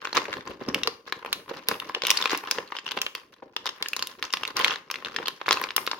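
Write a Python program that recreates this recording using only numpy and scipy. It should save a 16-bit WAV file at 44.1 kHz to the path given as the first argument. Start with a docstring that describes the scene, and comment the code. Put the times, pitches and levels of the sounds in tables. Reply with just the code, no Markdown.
"""A thin moulded plastic tray, bent in two hands close to a stereo camera microphone in a small quiet room.
Creases snap one by one: each clicks at its own pitch, rings the tray and fizzes in the treble.
Wide panels flip with dull pops, edges slip past pocket walls and fingertips tick on the plastic.
A carpet of small crackles and the low rustle of the flexing sheet follow the grip.
Behind them lie a short room tail and a faint hiss."""
import sys
import numpy as np
from scipy import signal
from scipy.fft import rfft, irfft
from scipy.io import wavfile
from scipy.ndimage import uniform_filter1d

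SR = 44100
rng = np.random.default_rng(int(sys.argv[2]) if len(sys.argv) > 2 else 0)


def int16_out(signal):
    """Quantize to a 16-bit WAV file."""
    q = np.round(np.clip(np.atleast_2d(signal).T, -1, 1) * 32767)
    wavfile.write(sys.argv[1], SR, q.astype(np.int16))


N = 264447
EVENT_SAMPLES = 1024
HZ = np.fft.rfftfreq(EVENT_SAMPLES, 1 / SR)


def gain_of(db):
    return 10 ** (np.asarray(db) / 20)


def curve_at(points, hz):
    """Reads (frequency, value) points along a logarithmic frequency axis."""
    f, value = np.transpose(points)
    return np.interp(np.log(hz + 1), np.log(f + 1), value)


def resonance(hz, width):
    """Causal response of one resonance, gain 1 at its centre."""
    return 1j * HZ * width / (hz ** 2 - HZ ** 2 + 1j * HZ * width)


def stereo_pair(a, b, hz, lag_s=0):
    """Left and right spectra at the microphone from two unrelated ones, by likeness, balance and lag."""
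    # how alike the two capsules hear: (frequency [Hz], likeness [0..1])
    likeness = [(60, 0.8), (380, 0.99), (1500, 0.3), (6000, 0.41)]
    # balance of the pair: (frequency [Hz], left minus right [dB])
    balance = [(60, 1), (400, -0.15), (950, 1.25), (3800, 1.5), (7500, 2), (15000, -0.5)]
    alike = np.clip(curve_at(likeness, hz), 0, 1)
    lean = gain_of(curve_at(balance, hz) / 2) * np.exp(1j * np.pi * hz * lag_s)
    common, apart = np.sqrt(1 + alike) * a, np.sqrt(1 - alike) * b
    return np.array([(common + apart) * lean, (common - apart) / lean])


def burst(parts, rise_s, t60_s, uneven_db, jolt):
    """A row per event: a jolt, then uneven slips faded out by 17 ms, through (dB over 5 ms, colour) parts."""
    t = np.arange(EVENT_SAMPLES * 3 // 4) / SR
    noise = rng.standard_normal((len(parts[0][0]), 3, len(t)))
    slips = gain_of(uneven_db * np.sqrt(12) * uniform_filter1d(noise[:, 2], size=12))
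    envelope = slips * (1 - np.exp(-t / rise_s)) * gain_of(-60 * t / t60_s) * np.cos(np.pi / 2 * t / t[-1])
    jump = -jolt * np.exp(-((t - rise_s) / (0.18 * rise_s)) ** 2)  # the wall jumps the same way every time
    lag_s = .00006 * noise[:, 2, :1]  # each event sits at its own place on the tray
    drive = stereo_pair(rfft(noise[:, 0] * envelope + jump, EVENT_SAMPLES),
                        rfft(noise[:, 1] * envelope, EVENT_SAMPLES), HZ, lag_s)
    power = (abs(drive) ** 2).mean(0)
    response = 0
    for db, colour in parts:
        rms = np.sqrt(2 * (power * abs(colour) ** 2).sum(1) / EVENT_SAMPLES / (SR // 200))
        response = response + colour * (gain_of(db) / rms)[:, None]
    return irfft(drive * response)


def snap(crease_db, pitch_hz, ring_db, fizz_db, jolt=2.8):
    """The crease clicks at its own pitch, the tray rings under it, the film fizzes above."""
    # ring of the whole tray: (frequency [Hz], width [Hz], relative level [dB])
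    tray_modes = [(445, 276, -3.5), (1039, 172, 4.5), (1670, 900, -6)]
    # moulded pockets that colour the creases: (frequency [Hz], width [Hz], relative level [dB])
    pocket_modes = [(2754, 200, -1), (3670, 160, -24.5)]
    pitch_hz = pitch_hz[:, None]
    tone = 1 + gain_of(5.5) * resonance(pitch_hz, .2 * pitch_hz)
    click_hz = 3170 * (pitch_hz / 3170) ** 0.56  # the wide click leans toward the crease's pitch
    pockets = 1 + sum(gain_of(db) * resonance(f, width) for f, width, db in pocket_modes)
    facet_hz = click_hz * 2 ** rng.uniform(-0.97, 1.0, (len(click_hz), 3))  # small flats beside the crease
    facets = 1 + 1.5 * sum(resonance(f[:, None], .13 * f[:, None]) for f in facet_hz.T)
    # the click rolls off above about 6.6 kHz, leaving the top to the fizz
    lowpass = 1 / (1 - (HZ / 6600) ** 2 + 1j * HZ / 6600) ** 2
    crease = resonance(click_hz, 3.85 * click_hz) ** 2 * tone * pockets * facets * lowpass
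    modes = sum((-1) ** k * gain_of(db) * resonance(f, width) for k, (f, width, db) in enumerate(tray_modes))
    ring = modes * resonance(1275, 3500)
    fizz = resonance(12040, 12000) ** 3
    body = burst([(crease_db, crease), (ring_db, ring)], rise_s=0.00038, t60_s=0.021, uneven_db=4.5, jolt=jolt)
    return body + burst([(fizz_db, fizz)], rise_s=0.00012, t60_s=0.012, uneven_db=3, jolt=5)


def place(times, sounds):
    """Places each stereo event at its time in seconds."""
    track = np.zeros((2, N + EVENT_SAMPLES))
    for time, sound in zip(times, sounds.swapaxes(0, 1)):
        start = max(round(time * SR), 0)
        track[:, start:start + EVENT_SAMPLES] += sound
    return track[:, :N]


def grip(t):
    """Level and dullness (dB) of the grip: squeezes bite fast and let go slowly, over a faint dull unrest."""
    # squeezes of the fingers: (start [s], hold [s], level [dB], dullness [dB])
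    squeezes = [(0, .035, -54, -4.5), (0.025, .05, -46.5, 5), (0.139, 0.041, -32, 2), (0.257, 0.13, -45, 5),
                (0.448, 0.061, -43.5, 7), (0.59, .03, -50, 1.5), (0.661, 0.21, -48.5, 7.5),
                (1.053, 0.029, -49, -2), (1.126, 0.26, -52.5, 5.5), (1.472, 0.12, -46.5, 2.5),
                (1.669, 0.061, -41, 2), (1.803, 0.14, -48.5, 3), (2.032, .2, -40.5, -3.5),
                (2.3, 0.04, -36, -7), (2.424, .18, -45.5, 1.5), (2.661, 0.11, -54, -5.5),
                (2.838, .2, -49.5, -2), (3.144, 0.027, -52.5, -6), (3.317, 0.019, -58.5, -7),
                (3.448, 0.048, -65.5, 12), (3.571, 0.3, -57.5, 0), (3.799, 0.039, -44, 2),
                (3.95, 0.16, -51.5, -0.5), (4.169, 0.042, -52.5, 0.5), (4.211, 0.036, -44.5, -1.5),
                (4.323, .17, -49.5, 4), (4.55, 0.17, -37.5, 0.5), (4.903, 0.13, -54.5, -0.5),
                (5.035, 0.24, -48.5, 2.5), (5.346, 0.16, -58.5, -3.5), (5.453, 0.13, -41.5, 1),
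                (5.587, 0.072, -42.5, 3), (5.758, 0.22, -52, 1.5)]
    bite_s, let_go_db_per_s, rest_db, rest_dull_db = 0.011, 263, -66.5, 2
    start, hold, db, dull_db = np.transpose(squeezes)[:, :, None]
    bite = np.clip((t - start) / bite_s, 0, 1)
    squeeze_power = (bite * gain_of(db - let_go_db_per_s * np.maximum(t - start - hold, 0))) ** 2
    rest_power = gain_of(rest_db) ** 2
    power = squeeze_power.sum(0) + rest_power
    dullness = ((squeeze_power * dull_db).sum(0) + rest_power * rest_dull_db) / power
    return 10 * np.log10(power), dullness


def small_room(sound):
    """The room behind the tray: sparse reflections of random sign, each band dying at its own speed."""
    # decay of the room: (frequency [Hz], time to fall 60 dB [s])
    decay_times = [(200, 0.4), (1000, 0.36), (4000, 0.26), (12000, 0.43)]
    length = SR // 2
    reflections = np.zeros((2, length))
    arrivals = np.arange(200, length - 20, 20) + rng.integers(0, 20, (2, (length - 201) // 20))
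    np.put_along_axis(reflections, arrivals, rng.choice([-1., 1.], arrivals.shape), 1)
    hz, t, spectra = signal.stft(reflections, SR, nperseg=256)
    spectra = stereo_pair(spectra[0], spectra[1], hz[:, None])
    spectra = spectra / (1 + (hz[:, None] / 14000) ** 2)  # soft furnishings swallow the treble
    decay = gain_of(-60 * t / curve_at(decay_times, hz)[:, None])
    tail = signal.istft(spectra * decay, SR, nperseg=256)[1]
    return signal.fftconvolve(sound, tail / np.linalg.norm(tail[0]), axes=1)[:, :N]


def flexing_sheet():
    """The whole sheet wobbles in the hands: a lumpy low rustle that swells less than the crackle."""
    # spectrum of the wobble: (frequency [Hz], relative density [dB])
    spectrum = [(25, -38), (70, -15.5), (135, -10.5), (245, -6.5), (460, -2.5), (690, -7.5), (1000, -43)]
    hz, t = np.fft.rfftfreq(1024, 1 / SR), np.arange(N) / SR
    a, b, c, d = rng.standard_normal((N // 128 + 5, len(hz), 4)).T
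    colour = gain_of(curve_at(spectrum, hz) - 40 * (hz > 1500))
    spectra = stereo_pair(a + 1j * b, c + 1j * d, hz[:, None]) * colour[:, None]
    rustle = signal.istft(spectra, nperseg=1024, noverlap=896)[1][:, :N]
    lump_heights = np.clip(rng.standard_normal(N // 600 + 2), -3, 1)
    lumps = np.interp(np.arange(N), np.arange(0, N + 600, 600), lump_heights)
    grip_db, dull_db = grip(t[::128])
    level_db = np.interp(t, t[::128], 0.67 * grip_db + 1.2 * dull_db - 20.5)
    return rustle / rustle.std() * gain_of(level_db + 6.8 * lumps)


def crackle():
    """Small creases go off at random; most are faint and dull, a few stand out."""
    clock = np.arange(0, N, 128) / SR
    crowding = np.cumsum(gain_of(.25 * grip(clock)[0]))  # harder squeezes set off more creases
    times = np.interp(rng.random(2400), crowding / crowding[-1], clock)
    faintness, pitch, ring, fizz = rng.random((len(times), 4)).T
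    grip_db, dull_db = grip(times)
    level_db = grip_db - 8.0 - 4.44 * np.log(faintness + 0.015)
    pitch_hz = 1450 * 3.6 ** pitch ** 1.5 / gain_of(0.028 * dull_db)
    crease_db = level_db - 9.5 + 14.0 * pitch - 0.86 * dull_db
    ring_db = level_db - 10.5 + 20.0 * ring
    fizz_db = level_db - 34.0 + 23.9 * fizz - 0.53 * dull_db
    return place(times, snap(crease_db, pitch_hz, ring_db, fizz_db, jolt=0.93))


def ticks(rows, pitch_hz, ring_offset_db):
    """Small snaps that share one pitch and barely fizz."""
    times, db = np.transpose(rows)
    return place(times - .0004, snap(db, np.full(len(db), pitch_hz), db + ring_offset_db, fizz_db=db - 28))


def fingertip_taps():
    """The plastic gives a dull tick under a fingertip."""
    # taps on the tray: (time [s], level [dB])
    taps = [(.255, -31.5), (.322, -48), (.3291, -27.5), (.3384, -28), (.3556, -46), (.4084, -39),
            (.5129, -42.5), (1.4906, -48), (2.2749, -28.5), (2.3577, -38), (4.7379, -31), (4.7438, -37),
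            (4.7586, -30), (5.0841, -36)]
    return ticks(taps, pitch_hz=1620, ring_offset_db=-13.5)


def edge_slips():
    """An edge slips past a pocket wall with a bright tick."""
    # slips of the edge: (time [s], level [dB])
    slips = [(1.5402, -47), (1.7414, -35), (2.02, -24.5), (2.036, -26), (2.0597, -32), (2.0828, -26),
             (2.0948, -25.5), (2.2428, -54), (2.7666, -29), (2.787, -31), (2.8643, -27.5), (2.8782, -31.5),
             (2.8888, -32), (2.9108, -30), (2.9877, -31), (4.3041, -38), (4.6121, -24), (4.6811, -20),
             (4.694, -45), (4.7265, -30), (5.0482, -28.5), (5.0588, -30), (5.2585, -28.5), (5.2716, -27.5),
             (5.5643, -37), (5.6883, -34)]
    return ticks(slips, pitch_hz=3030, ring_offset_db=-8.5)


def panel_pops():
    """Dull pops: a slow push rings one wide panel."""
    # wide panels that flip over: (time [s], relative level [dB], pitch [Hz])
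    pops = [(0.165, -49, 420), (0.283, -30.5, 556), (0.613, -30.5, 300), (0.682, -24, 238),
            (0.756, -29.5, 324), (0.876, -25.5, 440), (1.509, -28, 468), (1.688, -28.5, 480),
            (1.715, -29, 377), (1.963, -31, 496), (2.034, -29.5, 507), (2.328, -28, 330),
            (2.582, -26.5, 570), (2.97, -26.5, 537), (3.424, -36, 506), (5.199, -33, 470)]
    times, db, hz = np.transpose(pops)
    panel = resonance(hz[:, None], 0.64 * hz[:, None]) * resonance(470, 1700) ** 2
    return place(times - .002, burst([(db + 2.5, panel)], rise_s=0.0019, t60_s=0.26, uneven_db=1.5, jolt=0))


def crease_snaps():
    """The clear snaps in the foreground: single creases give way as the tray bends."""
    # creases that snap: (time [s], crease level [dB], pitch [Hz], tray ring [dB], fizz [dB])
    snaps = [(0.053, -24.5, 1410, -47, -68), (0.072, -34, 1590, -30.5, -60),
             (0.1292, -27.5, 4300, -29.5, -52), (0.1512, -33, 5540, -56, -45),
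             (0.1694, -19, 3840, -20.5, -47), (0.2824, -40, 2130, -41, -70),
             (0.4727, -50, 1660, -34, -69.5), (0.6868, -30, 5700, -31.5, -49),
             (0.7456, -17, 2160, -48, -32.5), (0.834, -20, 2740, -46, -42.5),
             (0.8738, -19, 4270, -21.5, -37), (1.0775, -43, 1660, -39.5, -58.5),
             (1.124, -24.5, 1700, -26, -43), (1.2481, -64, 1710, -29, -56), (1.2608, -37, 2400, -32.5, -48),
             (1.3289, -18.5, 3450, -29, -28.5), (1.686, -17.5, 3340, -62.5, -20.5),
             (1.7133, -29, 2360, -23, -53.0), (1.7999, -27.5, 3700, -47, -44),
             (1.8958, -59, 1405, -27.5, -50), (1.9478, -21, 3200, -30, -52),
             (2.0511, -23, 3000, -47, -65.0), (2.069, -19, 3558, -51, -27), (2.104, -11, 5800, -47, -26),
             (2.1126, -17.5, 3350, -27, -22.5), (2.1727, -17, 4700, -62, -34),
             (2.214, -27, 4570, -29.5, -55.5), (2.2239, -21, 3450, -30.5, -39),
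             (2.2567, -18.5, 2555, -20, -38.5), (2.2958, -27.5, 3560, -34, -63),
             (2.3065, -35, 3560, -33, -62), (2.3177, -37, 3570, -34, -61.0),
             (2.3313, -37, 1810, -22.5, -38), (2.3402, -32, 2770, -36, -46.5),
             (2.3753, -32, 4470, -54, -31.5), (2.4371, -64, 1410, -32.5, -54),
             (2.5119, -16.5, 5630, -29.5, -28), (2.585, -27, 1800, -33, -68), (2.7218, -38, 1410, -28, -54),
             (2.752, -41, 2330, -33, -71), (2.918, -26.5, 3600, -33, -42), (2.974, -26, 2950, -31, -53),
             (3.0161, -20.0, 5540, -35, -28), (3.0649, -24, 2900, -32, -49.0),
             (3.1511, -28, 2860, -35, -38.5), (3.5645, -23.5, 3190, -29, -45),
             (3.6574, -31.5, 5350, -27.5, -43.0), (3.6654, -24.5, 3280, -30.5, -44),
             (3.6738, -27, 3640, -33, -53.0), (3.691, -27.5, 3570, -36, -50),
             (3.8255, -21.5, 4800, -34, -35.5), (3.8604, -28, 1780, -48, -68),
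             (3.885, -28.5, 4900, -65.0, -35), (3.933, -22, 2550, -45, -42), (3.965, -25.5, 4840, -31, -34),
             (3.9931, -28.5, 5060, -35, -42), (4.0246, -21.5, 4760, -29.5, -37.5),
             (4.0715, -31.5, 5930, -65, -33.5), (4.226, -23.5, 1830, -34, -38),
             (4.3269, -29, 5100, -56, -47.0), (4.3374, -18.5, 3120, -23.5, -33),
             (4.3709, -28.5, 2408, -62, -49), (4.434, -25, 2840, -30, -44), (4.452, -25.5, 2300, -55, -58),
             (4.477, -29, 3940, -44, -39), (4.5683, -21.5, 4850, -50, -32.5),
             (4.593, -25.5, 2040, -39, -34), (4.6457, -11.5, 3200, -39, -34),
             (4.7078, -23.5, 2770, -29, -63.0), (4.9012, -33, 1790, -33, -63.5),
             (4.9125, -26, 5860, -33, -35), (4.942, -29, 1930, -39.5, -53), (4.9575, -30, 2000, -42, -53),
             (5.0693, -40, 1782, -36, -69), (5.1629, -22, 3180, -37, -45.5),
             (5.1861, -33, 2980, -28, -63.0), (5.2823, -21.5, 2960, -27.5, -34.5),
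             (5.4143, -38.5, 1720, -28.5, -83), (5.4819, -49, 1401, -18, -56),
             (5.4889, -20.5, 1880, -26, -40), (5.5092, -16.5, 3500, -14.5, -47),
             (5.5204, -20.5, 3358, -27, -44.0), (5.5278, -16.5, 3670, -26, -28),
             (5.5715, -28, 2700, -26.5, -59.0), (5.615, -40, 1410, -23, -33.5),
             (5.639, -23.5, 2320, -32.5, -44.0), (5.7062, -30, 2300, -34.5, -65),
             (5.7642, -18.5, 5330, -27.5, -16.5), (5.7798, -27, 2130, -21.5, -43),
             (5.866, -28, 4740, -54, -34.5), (5.875, -25.5, 2218, -24.5, -51),
             (5.914, -23.5, 3470, -27.5, -66), (5.932, -45, 2100, -27, -70)]
    times, crease_db, pitch_hz, ring_db, fizz_db = np.transpose(snaps)
    return place(times - .0004, snap(crease_db, pitch_hz, ring_db, fizz_db))


def scene():
    """The tray close to the microphone, the room well below it, and a faint steady hiss."""
    tray = crease_snaps() + edge_slips() + fingertip_taps() + panel_pops() + crackle() + flexing_sheet()
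    hiss = gain_of(-88) * rng.standard_normal((2, N))
    return tray + gain_of(-13.5) * small_room(tray) + hiss


def record(dry):
    """A microphone dip in the treble, a low-middle dip from a table-top reflection, then the band limit."""
    treble_dip = 1 - 0.48 * resonance(7940, 1670)
    low_middle_dip = 1 - 0.72 * resonance(674, 170)
    dips = irfft(treble_dip * low_middle_dip)[None, :512]
    coloured = signal.oaconvolve(dry, dips, axes=1)[:, :N]
    band_limit = signal.firwin(255, cutoff=16500, window=("kaiser", 9), fs=SR)
    return signal.oaconvolve(coloured, band_limit[None], "same")


dry = scene()
out = record(dry)
int16_out(out)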